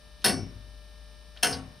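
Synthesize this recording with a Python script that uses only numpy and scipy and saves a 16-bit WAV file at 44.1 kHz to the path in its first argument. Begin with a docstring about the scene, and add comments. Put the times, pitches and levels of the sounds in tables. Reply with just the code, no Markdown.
"""Tower clock escapement, heard close

A tooth drops onto one pallet and, a swing later, onto the other, over hum, hiss and a small motor's whine.
Each drop is shaped noise for the chattering clang, decaying sines for wheel and anchor, swelling sines
for the boom of iron frame and small room, and a faint noise tail for the room's late answer.
Hum and motor are sines, the hiss is coloured noise; the recorder's gain dips at each drop."""
import sys
import numpy as np
from scipy import signal
from scipy.fft import rfft, irfft
from scipy.io import wavfile
from scipy.ndimage import uniform_filter1d

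SR = 44100
rng = np.random.default_rng(int(sys.argv[2]) if len(sys.argv) > 2 else 0)


def dump(signal):
    """Clip the signal to [-1, 1] and save it as 16-bit WAV at the path in sys.argv[1]."""
    limited = np.clip(np.atleast_2d(signal).T, -1, 1)
    pcm = np.round(limited * 32767).astype(np.int16)
    wavfile.write(sys.argv[1], SR, pcm)


N = 79380
TIME_S, FREQ_HZ = np.arange(N) / SR, np.fft.rfftfreq(N, 1 / SR)
CONTACT_RISE_S = 0.00029  # time constant of the attack where metal meets metal


def amp(db):
    """Decibels to gain."""
    return 10 ** (np.asarray(db) / 20)


def unit(x):
    """Scales to rms 1."""
    return x / np.sqrt(np.mean(x ** 2) + 1e-20)


def read(hz, values):
    """A curve over frequency through the given points, on a log-frequency axis."""
    return np.interp(np.log(FREQ_HZ + 1), np.log(np.abs(hz)), values)


def bell(at_hz, centre_hz, octaves):
    """A Gaussian hump over log frequency; its standard deviation is given in octaves."""
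    return np.exp(-.5 * (np.log2(at_hz / centre_hz) / octaves) ** 2)


def noise(gain):
    """Coloured noise for two nearly alike channels."""
    spread = .18  # weight of the part that is opposite in the two ears
    common, apart = rng.standard_normal((2, N))
    pair = common + spread * np.array([apart, -apart])
    return irfft(rfft(pair) * gain, N)


def decay(age, t60):
    """Exponential decay by 60 dB in t60 seconds."""
    return np.exp(-np.log(1000) * age / t60)


def fade(start, rise, t60):
    """An envelope that rises quickly and dies exponentially; silent before its start."""
    age = np.maximum(TIME_S - start, 0)
    return (1 - np.exp(-age / rise)) * decay(age, t60)


def tone(hz):
    """A sine of random phase."""
    return np.sin(2 * np.pi * (hz * TIME_S + rng.random()))


def wander(count):
    """Smooth random curve of rms 1 that changes over the given number of steps."""
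    window = np.hanning(2 * int(count) + 3)
    return unit(signal.fftconvolve(rng.standard_normal(N), window, "same"))


def hum():
    """A low, slowly wavering hum: one sine whose phase sums its changing frequency."""
    # Each row: time in seconds, frequency in Hz, rms level in dB ahead of the microphones.
    hum_path = [(0, 50.1, -56), (.2, 50.8, -52), (.45, 51.65, -48.5), (.7, 51.04, -47), (.85, 51.65, -51.5),
                (1.0, 52.56, -48), (1.15, 52.64, -50), (1.35, 54.66, -50), (1.6, 55, -52), (1.8, 58.7, -62)]
    s, hz, db = np.transpose(hum_path)
    phase = 2 * np.pi * np.cumsum(np.interp(TIME_S, s, hz)) / SR
    return np.sqrt(2) * amp(np.interp(TIME_S, s, db)) * np.sin(phase)


def motor():
    """A small motor: a few clear lines over a fine buzz of high multiples of the shaft rate."""
    # The strongest lines. Each row: frequency in Hz, rms level in dB ahead of the microphones.
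    whine_lines = [(449.5, -74), (599.4, -64), (1199, -75), (1349, -76.5), (1648, -73.5), (1798, -67.5),
                   (2347, -76), (2398, -78.5), (2997, -72), (3594, -71.5), (3817, -94), (3909, -72.5),
                   (4796, -73), (5395, -70.5), (5995, -80)]
    shaft_hz = 29.97
    buzz_db, line_spread_db, buzz_hz, buzz_octaves = -65.5, 7.5, 4020, 0.47
    whine = np.sqrt(2) * sum(amp(db) * tone(hz) for hz, db in whine_lines)
    orders_hz = shaft_hz * np.arange(25, 205)
    uneven = amp(line_spread_db * rng.standard_normal(len(orders_hz)))
    sizes = uneven * bell(orders_hz, buzz_hz, buzz_octaves)
    buzz = unit(sum(size * tone(hz) for size, hz in zip(sizes, orders_hz)))
    return whine + amp(buzz_db) * buzz


def hiss(left_db=2):
    """The quiet room and the microphones' own noise: the ears share less of it higher up."""
    # Colour of the hiss. Each row: frequency in Hz, relative density in dB per Hz.
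    hiss_colour = [(25, -25), (55, -9), (90, -18.5), (130, -25), (180, -21), (300, -27.5), (500, -34),
                   (1000, -31), (1500, -37.5), (2100, -38), (4000, -36), (5800, -38.5), (6600, -43),
                   (7400, -55.5), (8200, -41), (9100, -35), (10200, -41.5), (11500, -47), (15000, -51),
                   (15800, -62)]
    # Each row: frequency in Hz, left-right likeness from 0 (separate) to 1 (the same).
    likeness = [(60, 0.85), (130, 0.82), (290, 0.2), (640, 0.58), (3100, 0.12), (6800, 0), (15000, 0)]
    hiss_db = -56.5  # rms over both channels before the left-right tilt
    left, other = rfft(rng.standard_normal((2, N)))
    same = np.clip(read(*np.transpose(likeness)), -1, 1)
    right = same * left + np.sqrt(1 - same ** 2) * other
    pair = irfft(np.array([left, right]) * amp(read(*np.transpose(hiss_colour))), N)
    return amp(hiss_db) * unit(pair) * amp([[left_db / 2], [-left_db / 2]])


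def tick(start, db, hz, octaves, t60):
    """A light touch of metal on metal: a band of noise that dies quickly."""
    return amp(db) * unit(noise(bell(FREQ_HZ + 1, hz, octaves))) * fade(start, CONTACT_RISE_S, t60)


def clang(blows, pallet):
    """Countless close modes, fed by every contact; each band dies at its own rate."""
    # The dense clang of the works. Each row: frequency in Hz, relative density in dB per Hz
    # on the first pallet and on the second, t60 in seconds on the first and on the second.
    clang_bands = [(40, -29, -21, 0.54, .5), (90, -3.5, 1.5, 1, 0.73), (184, 3.5, 0.5, 0.54, 0.67),
                   (283, 2, 5.5, 0.43, 0.39), (480, 4.5, 1.5, 0.36, 0.41), (725, 3.5, 3, 0.29, 0.36),
                   (1120, 0, -5.5, 0.24, 0.37), (1670, 5, 8, 0.21, 0.22), (2400, -1, 1, 0.2, 0.2),
                   (3030, 3, 9, 0.17, 0.14), (4200, 1, -1, 0.18, 0.15), (5430, 1, 4.5, 0.26, 0.21),
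                   (6620, -6.5, -2.5, 0.22, 0.17), (7500, -11.5, -15, 0.18, 0.29),
                   (8100, 1, 4.5, 0.21, 0.23), (10040, 1, -1.5, 0.19, 0.22),
                   (11100, -18, -10.5, 0.18, 0.19), (13100, -4, -8, 0.14, .17),
                   (15500, -15, -14, 0.12, 0.14)]
    clang_db = -16.5
    bloom_s = 0.012  # build-up at 100 Hz; shorter higher up
    crack_share, crack_s = 0.83, 0.066  # direct crack of each contact: share, t60
    clatter_db, clatter_s = 2, 0.0026  # uneven chatter: depth, grain
    ripple_db, ripple_hz = 2, 75.6  # some clusters of modes stand out: depth, width
    hz, *columns = np.transpose(clang_bands)
    db, t60 = columns[pallet], columns[2 + pallet]
    ripple = ripple_db * wander(ripple_hz * N / SR)[:len(FREQ_HZ)]
    spectrum = rfft(noise(amp(read(hz, db) + ripple)))
    out = np.zeros((2, N))
    for share, f, band_t60 in zip(np.eye(len(hz)), hz, t60):
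        rise = CONTACT_RISE_S + bloom_s * 100 / f * min(1, 500 / f) ** .5
        power = 0
        for s, level, tilt in blows:
            envelope = fade(s, rise, band_t60) + crack_share * fade(s, rise, crack_s)
            power += (amp(level + tilt * np.log2(f / 3000)) * envelope) ** 2
        out += irfft(spectrum * read(hz, share), N) * np.sqrt(power)
    return amp(clang_db + clatter_db * wander(clatter_s * SR)) * out


def ring(blows, pallet):
    """The clear modes of wheel and anchor: sines topped up in power by every contact."""
    # Each row: frequency in Hz, relative level in dB on the first pallet and on the second,
    # t60 in seconds on the first and on the second.
    ring_modes = [(388.8, -34, -44, 0.47, 0.25), (429.2, -35.5, -25, 0.33, 0.29),
                  (480, -58, -30.5, .35, 0.3), (701, -26, -24, 0.29, 0.26), (754, -28, -30, 0.29, 0.41),
                  (950, -27, -28, 0.16, 0.22), (1114, -33, -36.5, 0.27, 0.47),
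                  (1489, -27.5, -21, 0.25, 0.22), (1757, -27, -24.5, 0.13, 0.18),
                  (1843, -27, -39, 0.13, 0.16), (2254, -35, -30, 0.35, 0.19),
                  (2651, -28, -16.5, 0.18, 0.086), (2747, -22.5, -28, 0.14, 0.23),
                  (2920, -34, -31, 0.23, 0.3), (3190, -37, -18.5, 0.11, 0.11),
                  (3690, -19, -34, 0.053, 0.097), (4170, -22, -24, 0.1, 0.1), (4237, -42, -29, 0.28, 0.25),
                  (4390, -40, -23, .2, 0.13), (4486, -18.5, -32, .21, .22), (4760, -50, -32, 0.28, 0.29),
                  (5340, -28, -34, 0.16, 0.22), (5256, -20, -22, 0.15, 0.23),
                  (5298, -19.5, -29, 0.18, 0.21), (5413, -27.5, -22.5, 0.39, 0.22),
                  (5920, -31.5, -28, 0.34, .22), (6320, -33, -25, 0.2, 0.24), (7530, -34, -28.5, 0.17, 0.2),
                  (8220, -19, -34, 0.21, 0.23), (8520, -23, -18, 0.23, .23), (8660, -28, -22, 0.2, 0.19),
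                  (9340, -25, -34, 0.11, .18), (9450, -22.5, -21.5, 0.15, 0.21),
                  (9450, -14.5, -40, 0.15, 0.19), (9660, -51, -24.5, 0.17, .2),
                  (9939, -23.5, -31, 0.17, .18), (10510, -27, -42, 0.17, 0.15),
                  (10839, -46, -36, .17, 0.19), (11570, -27.5, -33, 0.13, 0.18),
                  (12300, -30, -42, 0.12, .17)]
    ring_db = -2.5
    out = 0
    for hz, *row in ring_modes:
        power = sum((amp(db) * fade(s, CONTACT_RISE_S, row[2 + pallet])) ** 2 for s, db, _ in blows)
        out = out + amp(row[pallet]) * tone(hz) * np.sqrt(power)
    return amp(ring_db) * out


def boom(start, low_modes):
    """Low modes of frame and room, which swell before they fade."""
    out = 0
    for hz, db, swell, t60 in low_modes:
        growth = np.clip((TIME_S - start) / swell, 0, 1) ** 3
        fall = decay(np.maximum(TIME_S - start - swell, 0), t60)
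        out = out + amp(db) * tone(hz) * growth * fall
    return out


def room(start):
    """The room's faint late answer: a dull noise tail that reaches each ear on its own."""
    # Each row: frequency in Hz, relative density in dB per Hz, t60 in seconds.
    room_bands = [(40, -13, 1.1), (120, -3, 1.3), (300, -1.5, 1), (780, -4, 1.1), (2820, -6, 0.81),
                  (5500, -16, 0.5), (7500, -40, .3), (15000, -50, .25)]
    room_db, rise_s = -30.5, 0.027
    hz, db, t60 = np.transpose(room_bands)
    spectrum = rfft(rng.standard_normal((2, N))) * amp(room_db + read(hz, db))
    return sum(irfft(spectrum * read(hz, share), N) * fade(start, rise_s, band_t60)
               for share, band_t60 in zip(np.eye(len(hz)), t60))


def drop(blows, low_modes, pallet):
    """A tooth lands on a pallet; boom and room tail start from the main blow."""
    start = blows[0][0]
    return clang(blows, pallet) + ring(blows, pallet) + boom(start, low_modes) + room(start)


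def microphones(x):
    """A close pair of ports: the low end leans left; around 8 kHz the two fall out of step."""
    # How the pair hears the works. Each row: frequency in Hz, left minus right in dB,
    # left lead in radians.
    ports = [(50, 7.3, 0), (200, 5, 0), (700, 4, -.15), (2400, 1.6, -.2), (5400, -.2, 0), (6400, 0, 0),
             (7700, 1.5, 2.4), (8600, 2.5, 2.4), (9400, 4, -.6), (11400, .5, .3), (12600, .4, -.7),
             (16000, 0, -.5)]
    hz, db, lead = np.transpose(ports)
    half = amp(read(hz, db) / 2) * np.exp(.5j * read(hz, lead))  # each side takes half the difference
    return irfft(rfft(x) * np.array([half, 1 / half]), N)


def scene():
    """Two beats of the clock over the room's steady sounds."""
    # The contacts of each drop, the main blow first. Each row: time in seconds,
    # relative level in dB, tilt of the clang in dB per octave about 3 kHz.
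    blows_first, blows_second = [(.2455, 4, 0), (.2426, -6, -2), (.2565, -9.5, 3), (0.262, -3, -2.5),
                                 (.2795, -4.5, -1.5), (.2845, -12, -1.5)], [(1.4308, 4.5, 0), (1.4275, -17, 1), (1.441, -6, -1),
                                                  (1.468, -16, 0.12), (1.494, -20, 1.9)]
    # Low modes of frame and room. Each row: frequency in Hz, level in dB, swell in seconds,
    # t60 in seconds.
    boom_first, boom_second = [(88.3, -34, 0.088, 0.23), (94.6, -36.5, 0.19, 0.2), (100, -45.5, 0.358, .25),
                               (170, -43, 0.12, .35), (198, -23.5, 0.036, 0.11),
                               (267.8, -32.5, 0.091, 0.46)], [(79, -40.5, 0.11, 0.33), (100.5, -50, 0.18, 0.82),
                                               (164.5, -37.5, 0.049, 0.31), (210, -33, 0.026, 0.32),
                                               (272.3, -29, 0.057, 0.3), (264.2, -38.5, .18, 0.27)]
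    # Small ticks of slack in the wheels. Each row: start in seconds, level in dB,
    # centre in Hz, width in octaves, t60 in seconds.
    slack_ticks = [(0.218, -54.5, 3380, 0.68, 0.17), (1.361, -53.5, 1270, 1.36, 0.31),
                   (1.3725, -43, 3380, 0.3, 0.042), (1.5269, -26.5, 4810, 0.18, 0.11),
                   (1.527, -35.5, 3030, 0.54, 0.16)]
    steady = hum() + motor()
    ticks = sum(tick(*row) for row in slack_ticks)
    drops = drop(blows_first, boom_first, 0) + drop(blows_second, boom_second, 1)
    return microphones(steady + ticks + drops) + hiss()


def record(dry):
    """The recorder's gain control falls on each blow and recovers; then the band limit."""
    limit_db, squeeze = -27.5, 0.49  # threshold; share of the excess in dB that is taken off
    follower_db_per_s = 130  # how fast the held level falls
    edge_hz = 15600
    power = uniform_filter1d((dry ** 2).mean(0), size=160, origin=20)
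    power_db = 10 * np.log10(abs(power) + 1e-12)
    fall_db = TIME_S * follower_db_per_s
    held_db = np.maximum.accumulate(power_db + fall_db) - fall_db  # peaks held on a falling slope
    over_db = np.maximum(held_db - limit_db, 0)
    ducked = dry * amp(-squeeze * uniform_filter1d(over_db, size=100))
    low_pass = signal.firwin(255, edge_hz, window=("kaiser", 9), fs=SR)
    return signal.oaconvolve(ducked, low_pass[None], "same")


dry = scene()
out = record(dry)
dump(out)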